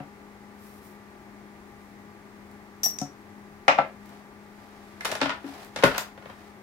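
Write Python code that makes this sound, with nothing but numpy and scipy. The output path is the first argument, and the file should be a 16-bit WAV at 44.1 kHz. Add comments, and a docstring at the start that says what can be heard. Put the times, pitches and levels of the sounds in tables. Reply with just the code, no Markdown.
"""A stand mixer's latch rattles free; its head swings down, thuds home, rebounds and locks.
Before that, sugar hisses into a steel bowl, the empty glass clinks into another one and the pair
is set down hard on a wooden kitchen table. An oven fan hums throughout; gloves and a sleeve rustle.
Blows are decaying sine modes plus dying noise; pouring and rubbing are noise that swells and fades."""
import sys
import numpy as np
from scipy import signal
from scipy.fft import rfft, irfft, next_fast_len
from scipy.io import wavfile

SR = 44100
rng = np.random.default_rng(int(sys.argv[2]) if len(sys.argv) > 2 else 0)


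def wav_record(signal):
    """Record a signal, one row per channel, as 16-bit PCM in the file named by sys.argv[1]."""
    frames = np.transpose(np.atleast_2d(signal))
    bounded = np.clip(frames, -1, 1)
    # unit amplitude maps onto the largest positive 16-bit level
    quanta = np.round(bounded * 32767).astype(np.int16)
    wavfile.write(sys.argv[1], SR, quanta)


N = 292177
RING_TIME_S = np.arange(int(.6 * SR)) / SR
BLOW_SAMPLES = .03 * SR


def from_db(db):
    """Decibels to gain."""
    return 10 ** (np.asarray(db) / 20)


def rms_one(x):
    """Scale to rms 1."""
    return x / np.sqrt(np.mean(x ** 2) + 1e-20)


def unit_blow(x):
    """Scale to the energy of 30 ms at rms 1."""
    return rms_one(x) * np.sqrt(BLOW_SAMPLES / x.shape[-1])


def at_hz(points, hz):
    """Read a table on a log-frequency axis."""
    f, value = np.transpose(points)
    return np.interp(np.log(np.maximum(hz, 1)), np.log(f), value)


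def drift(rate_hz):
    """Smooth random curve, rms 1."""
    knots = np.arange(N) / SR * rate_hz
    return rms_one(np.interp(knots, np.arange(4096), rng.standard_normal(4096)))


def add(track, s, sound):
    """Mix a sound in at s seconds."""
    start = max(round(s * SR), 0)
    track[:, start:start + sound.shape[-1]] += sound[:, :N - start]


def strokes(rows, rise_db_per_s, fall_db_per_s):
    """Gain of movements that swell, hold and fade."""
    t = np.arange(N) / SR
    levels_db = [db - rise_db_per_s * np.maximum(s - t, 0) - fall_db_per_s * np.maximum(t - s - hold_s, 0)
                 for s, hold_s, db in rows]
    return from_db(np.max(levels_db, axis=0))


# microphone pair: f/Hz, left-right correlation
CORRELATION = [(60, 0.8), (250, 0.9), (600, 0.9), (1200, 0.35), (2500, 0.018), (12000, 0)]

def stereo_pair(mid, side, hz):
    """Left and right: alike in the bass, unrelated in the treble."""
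    alike = at_hz(CORRELATION, hz)
    return np.sqrt(1 + alike) * mid + np.sqrt(1 - alike) * side * [[1], [-1]]


def stereo_noise(spectrum, size):
    """Steady coloured noise, rms 1."""
    hz = np.fft.rfftfreq(size, 1 / SR)
    mid, side = np.exp(2j * np.pi * rng.random((2, len(hz))))
    return rms_one(irfft(stereo_pair(mid, side, hz) * from_db(at_hz(spectrum, hz)), size))


def dying_noise(spectrum, t60s):
    """Crowd of short-lived modes: half-octave noise bands decaying by t60s (f/Hz, t60/s)."""
    out, edges_hz = 0, 31.25 * 2 ** np.arange(0, 9.3, .5)
    for low, high in zip(edges_hz, edges_hz[1:]):
        hz = np.sqrt(low * high)
        decay = from_db(-60 * RING_TIME_S / at_hz(t60s, hz))
        burst = rng.standard_normal((2, len(decay))) * decay
        band = signal.butter(2, [low, high], "band", fs=SR, output="sos")
        mid, side = map(rms_one, signal.sosfilt(band, burst))
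        out += stereo_pair(mid, side, hz) * from_db(at_hz(spectrum, hz)) * np.sqrt(high - low)
    return unit_blow(out)


def ring(modes, detune=0, scatter_db=.8):
    """Sines swell for one cycle and decay; each blow and microphone catches them differently."""
    out = 0
    for k, (hz, db, t60_s) in enumerate(modes):
        mic_phase = np.pi * rng.normal(0, .56, (2, 1)) * (1 - at_hz(CORRELATION, hz))
        phase = 2 * np.pi * hz * (1 + detune * rng.normal()) * RING_TIME_S + mic_phase
        attack = np.minimum(hz * RING_TIME_S, 1)
        decay = from_db(db + scatter_db * rng.normal() - 60 * RING_TIME_S / t60_s)
        out += (-1) ** k * attack * decay * np.sin(phase)
    return unit_blow(out)


def soften(blow, contact_hz):
    """A softer contact lasts longer and leaves the high modes quiet."""
    return unit_blow(signal.sosfilt(signal.butter(2, contact_hz, fs=SR, output="sos"), blow))


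# room decay: f/Hz, t60/s
KITCHEN_DECAY = [(100, .22), (500, .24), (2000, .27), (6000, .23), (15000, .19)]

def in_kitchen(x, wet_db, delay_s):
    """Direct sound plus the diffuse tail from the walls."""
    tail = dying_noise([(30, 0), (16000, 0)], KITCHEN_DECAY) / np.sqrt(BLOW_SAMPLES)
    out = x.copy()
    add(out, delay_s, from_db(wet_db) * signal.fftconvolve(x, tail, axes=1))
    return out


# fan and motor lines: f/Hz, level/dB
HUM_LINES = [(204.7, -54), (371.4, -68), (409.3, -61.5), (821, -64), (1179, -65)]
# air noise: f/Hz, density/dB
AIR_SPECTRUM = [(25, 0), (55, -4), (90, 0.5), (150, -4.5), (350, 0), (480, -9), (850, -6), (1400, -10.5),
                (2000, -9), (2900, -21.5), (5500, -25.5), (9000, -30), (16000, -32.5)]

def oven_fan(air_db=-50.5, waver_db=1.5, wander_hz=.89, right_lag_samples=7):
    """Air noise and wavering hum lines, reaching the left microphone first; higher lines wander more."""
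    out = from_db(air_db) * stereo_noise(AIR_SPECTRUM, N)
    for hz, db in HUM_LINES:
        pitch_hz = hz + wander_hz * hz / HUM_LINES[0][0] * drift(12)
        gain = np.sqrt(2) * from_db(db + waver_db * drift(8.6))
        out += gain * np.sin(2 * np.pi * np.cumsum(pitch_hz) / SR)
    return np.array([out[0], np.roll(out[1], right_lag_samples)])


# surges, then the last grains shaken loose: t/s, hold/s, level/dB
POURS = [(.63, 0.063, -57), (.69, 0.082, -59), (.845, 0.029, -56.5), (1.703, .003, -70),
         (1.815, 0.014, -67)]
# grains, also glove ticks: f/Hz, density/dB
GRAIN_SPECTRUM = [(500, -1), (5500, -1), (10700, 1), (15500, 2)]
# steel bowl: f/Hz, level/dB, t60/s
BOWL_MODES = [(5480, -10, .03), (9450, -5, .025), (11800, 2, .008), (13200, 2, .007)]

def sugar(grains_per_s=1500, size_spread_db=3, patter_db=-2, bowl_db=-5):
    """Grains hiss out of the glass and patter on the steel, which rings faintly."""
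    sizes = from_db(size_spread_db * np.minimum(rng.exponential(1, N), 5))
    grains = sizes * rng.choice([-1, 1], (2, N)) * (rng.random(N) < grains_per_s / SR)
    bowl = rms_one(signal.fftconvolve(grains, ring(BOWL_MODES), axes=1)[:, :N])
    tick = dying_noise(GRAIN_SPECTRUM, [(1000, .0054)])
    patter = rms_one(signal.fftconvolve(grains, tick, axes=1)[:, :N])
    hiss = stereo_noise(GRAIN_SPECTRUM, N)
    stream = rms_one(hiss + from_db(patter_db) * patter + from_db(bowl_db) * bowl)
    return strokes(POURS, rise_db_per_s=220, fall_db_per_s=150) * stream


# sleeve, latch and hinge rubbing: t/s, hold/s, level/dB
RUBS = [(4.06, 0.12, -59), (4.6, 0.41, -60), (5.08, 0.035, -44), (5.48, 0.16, -48.5), (5.81, 0.026, -45),
        (5.97, 0.0075, -42.5), (6.28, 0.21, -58.5)]
# mixer casing, rubbed or struck: f/Hz, density/dB
CASING_SPECTRUM = [(150, -13.5), (350, -11), (600, -0.5), (1000, 2), (1800, 0), (3000, -4.5), (5000, -7),
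                   (7000, -13.5), (10000, -14), (15000, -19.5)]
# gloves on glass and casing: t/s, level/dB
GLOVE_TICKS = [(2.514, -67), (4.058, -65), (4.092, -65), (5.647, -57)]

def handling(friction_db=1.5, hollow_hz=730, width_hz=140, hollow_db=-6):
    """Uneven rubbing sets the hollow casing singing; gloves tick."""
    friction = rms_one(from_db(friction_db * drift(150)))
    hiss = stereo_noise(CASING_SPECTRUM, N) * friction
    hollow = rms_one(signal.lfilter(*signal.iirpeak(hollow_hz, hollow_hz / width_hz, fs=SR), hiss))
    rubs = strokes(RUBS, rise_db_per_s=182, fall_db_per_s=172) * (hiss + from_db(hollow_db) * hollow)
    ticks = np.zeros((2, N))
    for s, db in GLOVE_TICKS:
        add(ticks, s, from_db(db) * dying_noise(GRAIN_SPECTRUM, [(1000, .018)]))
    return rubs + in_kitchen(ticks, wet_db=-4, delay_s=.0086)


# glass on glass: t/s, level/dB, contact cutoff/Hz, crack re ring/dB
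CLINKS = [(2.833, -28.5, 14600, 1.5), (2.8402, -26, 14500, -9), (2.845, -33.5, 12000, 4),
          (2.8505, -27, 15300, -9), (2.8603, -31, 14800, -6), (2.9866, -36, 7960, 8),
          (3.0147, -41.5, 10900, 8)]
# glass ring: f/Hz, level/dB, t60/s
GLASS_MODES = [(721, -22, .15), (1850, -23, .12), (5622, -8, .09), (5700, 0, .165), (12860, -16, .1),
               (13150, -7, .12), (13285, -4, .13), (15640, -16, .09)]
# contact crack: f/Hz, density/dB
CRACK_SPECTRUM = [(300, -16), (750, -16), (1900, -16.5), (3000, -16.5), (4900, -7), (5700, 15), (6300, 2.5),
                  (8000, -2), (10800, -15.5), (12500, -3.5), (16000, -13)]

def glasses(crack_t60_s=.022, grip_detune=.002, left_db=2.5):
    """One glass chatters into the other, beaming left; the walls ring high, the trapped air low."""
    out = np.zeros((2, N))
    decay = from_db(-60 * RING_TIME_S / crack_t60_s)
    for s, db, contact_hz, crack_db in CLINKS:
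        crack = unit_blow(stereo_noise(CRACK_SPECTRUM, len(decay)) * decay)
        clink = ring(GLASS_MODES, grip_detune) + from_db(crack_db) * crack
        add(out, s, from_db(db) * soften(clink, contact_hz))
    return in_kitchen(out * from_db([[left_db], [-left_db]]), wet_db=-5.5, delay_s=.0086)


# blows on the table: t/s, level/dB, contact cutoff/Hz, pock/dB, boom/dB, free ring re blow/dB
KNOCKS = [(0.001, -41.5, 790, -51, -39, -11), (2.859, -44, 800, -42.5, -46, -15),
          (3.0153, -41.5, 600, -54, -30.5, -4.5), (3.6807, -17, 7040, -23, -41.5, 1),
          (3.779, -27.5, 700, -41.5, -58, -13), (3.7855, -23.5, 1370, -18, -35.5, 1.5)]
# struck wood: f/Hz, density/dB
WOOD_SPECTRUM = [(60, -46), (150, -31), (300, -16), (450, -32), (600, -8), (760, -2), (1050, -9.5),
                 (1450, -13.5), (2150, -6), (3300, -20), (6200, -26), (11000, -65)]
# free ring, pock, low boom of the room: f/Hz, level/dB, t60/s
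KNOCK_MODES = [(549, -3.5, .22), (634, -8, .2), (965, -8, .15), (1186, -7, .18), (1337, 5.5, .16),
               (1525, -4, .19), (1955, -10, .18), (2110, -7, .17), (2362, -9, .19), (2794, -14, .17)]
POCK_MODES = [(693, 0, .07), (810, 0, .07)]
LOW_BOOM_MODES = [(144, 3.5, 0.19), (206, 5, 0.064), (280, 2.5, 0.2), (729, 4.5, 0.13)]

def table_knocks():
    """Thick glass bases hit the wood with a throbbing pock; each knock sets off a low boom in the room."""
    knocks, rings = np.zeros((2, 2, N))
    for s, db, contact_hz, pock_db, boom_db, ring_db in KNOCKS:
        wood = dying_noise(WOOD_SPECTRUM, [(300, .13), (1500, .076), (8000, .023)])
        add(knocks, s, from_db(db) * signal.lfilter(*signal.butter(1, contact_hz, fs=SR), wood))
        free_ring = from_db(db + ring_db) * soften(ring(KNOCK_MODES), contact_hz)
        pock = from_db(pock_db) * ring(POCK_MODES)
        boom = from_db(boom_db) * ring(LOW_BOOM_MODES)
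        add(rings, s, free_ring + pock + boom)
    return rings + in_kitchen(knocks, wet_db=-4.5, delay_s=.0095)


# latch catches and slips, plus the head's second, bright click at 5.8385 s: t/s, click/dB, contact cutoff/Hz,
# thump/dB
LATCH_CLICKS = [(5.0075, -45, 14000, -71), (5.048, -35, 12100, -75), (5.0528, -28.5, 15100, -63),
                (5.101, -42, 4700, -47), (5.1151, -33, 14000, -47), (5.1195, -35.5, 620, -44),
                (5.152, -36, 12000, -48), (5.303, -33.5, 3440, -52), (5.7609, -35, 8800, -39.5),
                (5.787, -39.5, 4000, -42), (5.8385, -24.5, 15000, -39), (5.9461, -35.5, 3500, -65),
                (5.9595, -40.5, 7150, -58), (5.9797, -30, 15000, -50)]
# head jolts free, slams home: t/s, click/dB, contact cutoff/Hz, thump/dB, first rebound re blow/dB
HEAD_SLAMS = [(5.214, -25.5, 5100, -31.5, -5.5), (5.8353, -19, 2880, -14, -19)]
# fingers on the casing: t/s, level/dB
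FINGER_TAPS = [(5.443, -51), (6.176, -51), (6.223, -54), (6.256, -48.5), (6.298, -48)]

def mixer_contacts(graze_lead_s=.0102, graze_db=-15, glancing_hz=4050, finger_hz=2700,
                   rebound_s=.0155, slowing=1.49, click_loss_db=.5, thump_loss_db=4.5):
    """Latch, head and finger contacts; the head grazes its stop, slams and rebounds ever more slowly."""
    contacts = list(LATCH_CLICKS)
    for s, click_db, contact_hz, thump_db, rebound_db in HEAD_SLAMS:
        contacts.append((s - graze_lead_s, click_db + graze_db, glancing_hz, -np.inf))
        contacts.append((s, click_db, contact_hz, thump_db))
        for k in range(3):
            contacts.append((s + rebound_s * (k + 1) ** slowing,
                             click_db + rebound_db - k * click_loss_db, glancing_hz,
                             thump_db + rebound_db - k * thump_loss_db))
    return contacts + [(s, db, finger_hz, db - 1) for s, db in FINGER_TAPS]


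# hinge bumps as the head comes free and starts to move: t/s, level/dB
HINGE_BUMPS = [(5.216, -32.5), (5.2306, -33.5), (5.441, -37.5), (5.456, -39)]
# casing, clunk on the stop, pawl: f/Hz, level/dB, t60/s
CASING_MODES = [(570, -14, 0.16), (674, 15, 0.041), (815, -14, 0.086), (1418, 11, 0.13), (2010, -4, 0.12)]
CLUNK_MODES = [(533, 0, 0.032)]
PAWL_MODES = [(1720, -2, .045), (2080, 0, .035)]
# low boom of the room and ring after each mixer blow: f/Hz, level/dB, t60/s
THUMP_MODES = [(143.3, 2, 0.23), (265, 5.5, 0.098), (413, -1.5, 0.17), (557, 1.5, 0.22), (621, 3, 0.08),
               (917, -14, .12), (1070, -9, 0.23), (1350, -7, 0.2), (1530, -7, 0.2), (1965, -13, 0.15)]
BUMP_MODES = [(279.4, -14.5, 0.24), (332, -11.5, 0.023)]
# thump, locking spring: f/Hz, density/dB
THUMP_SPECTRUM = [(35, -23), (70, -10.5), (140, -7), (300, -12.5), (460, -4.5), (720, -24), (1100, -18),
                  (1500, -12.5), (2300, -22), (5000, -41.5)]
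SPRING_SPECTRUM = [(2500, -7), (4700, 3), (6700, 6.5), (9500, -21), (14000, 7)]

def mixer(hollow_db=-11, crowd_db=-6, modes_db=-4.5, clunk_db=-4, thump_lag_s=.003,
          pawl_s=5.0083, pawl_db=-40.5, lock_s=5.9805, spring_db=-35):
    """Contacts clack in the casing, clunk on the stop and set the room booming; a spring snaps shut."""
    clicks, thumps, clunks = np.zeros((3, 2, N))
    for s, click_db, contact_hz, thump_db in mixer_contacts():
        click = dying_noise(CASING_SPECTRUM, [(500, .053), (2500, .055), (10000, .017)])
        click += from_db(hollow_db) * ring(CASING_MODES, detune=.0263)
        add(clicks, s, from_db(click_db) * soften(click, contact_hz))
        crowd = dying_noise(THUMP_SPECTRUM, [(80, .076), (500, .029), (2000, .3)])
        thump = from_db(crowd_db) * crowd + from_db(modes_db) * ring(THUMP_MODES)
        add(thumps, s + thump_lag_s, from_db(thump_db) * thump)
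        add(clunks, s, from_db(thump_db + clunk_db) * ring(CLUNK_MODES))
    add(clicks, pawl_s, from_db(pawl_db) * ring(PAWL_MODES))
    for s, db in HINGE_BUMPS:
        add(thumps, s, from_db(db) * ring(BUMP_MODES))
    add(clicks, lock_s, from_db(spring_db) * dying_noise(SPRING_SPECTRUM, [(7000, .021)]))
    clicks = in_kitchen(clicks, wet_db=-4, delay_s=.007)
    thumps = in_kitchen(thumps, wet_db=-12, delay_s=.0073)
    return clunks + clicks + thumps


def scene():
    """Stereo sum of all sources."""
    return oven_fan() + glasses() + table_knocks() + mixer() + sugar() + handling()


# microphone colouring: f/Hz, left minus right/dB
MIC_BALANCE = [(50, 2), (140, 3.5), (210, 7), (450, 5), (900, 6), (1900, 0), (4000, 0), (8000, 1),
               (15000, 1)]

def record(dry, low_cut_hz=42, high_cut_hz=15750):
    """The microphone ports colour each side and lose deep bass; peaks clip and the top is cut."""
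    size = next_fast_len(N + SR // 10)
    tilt_db = at_hz(MIC_BALANCE, np.fft.rfftfreq(size, 1 / SR)) / 2
    coloured = irfft(rfft(dry, size) * from_db([tilt_db, -tilt_db]), size)[:, :N]
    low_cut = signal.butter(2, low_cut_hz, "high", fs=SR, output="sos")
    high_cut = signal.ellip(10, .1, 70, high_cut_hz, fs=SR, output="sos")
    clipped = np.clip(signal.sosfilt(low_cut, coloured), -1, 1)
    return signal.sosfilt(high_cut, clipped)


dry = scene()
out = record(dry)
wav_record(out)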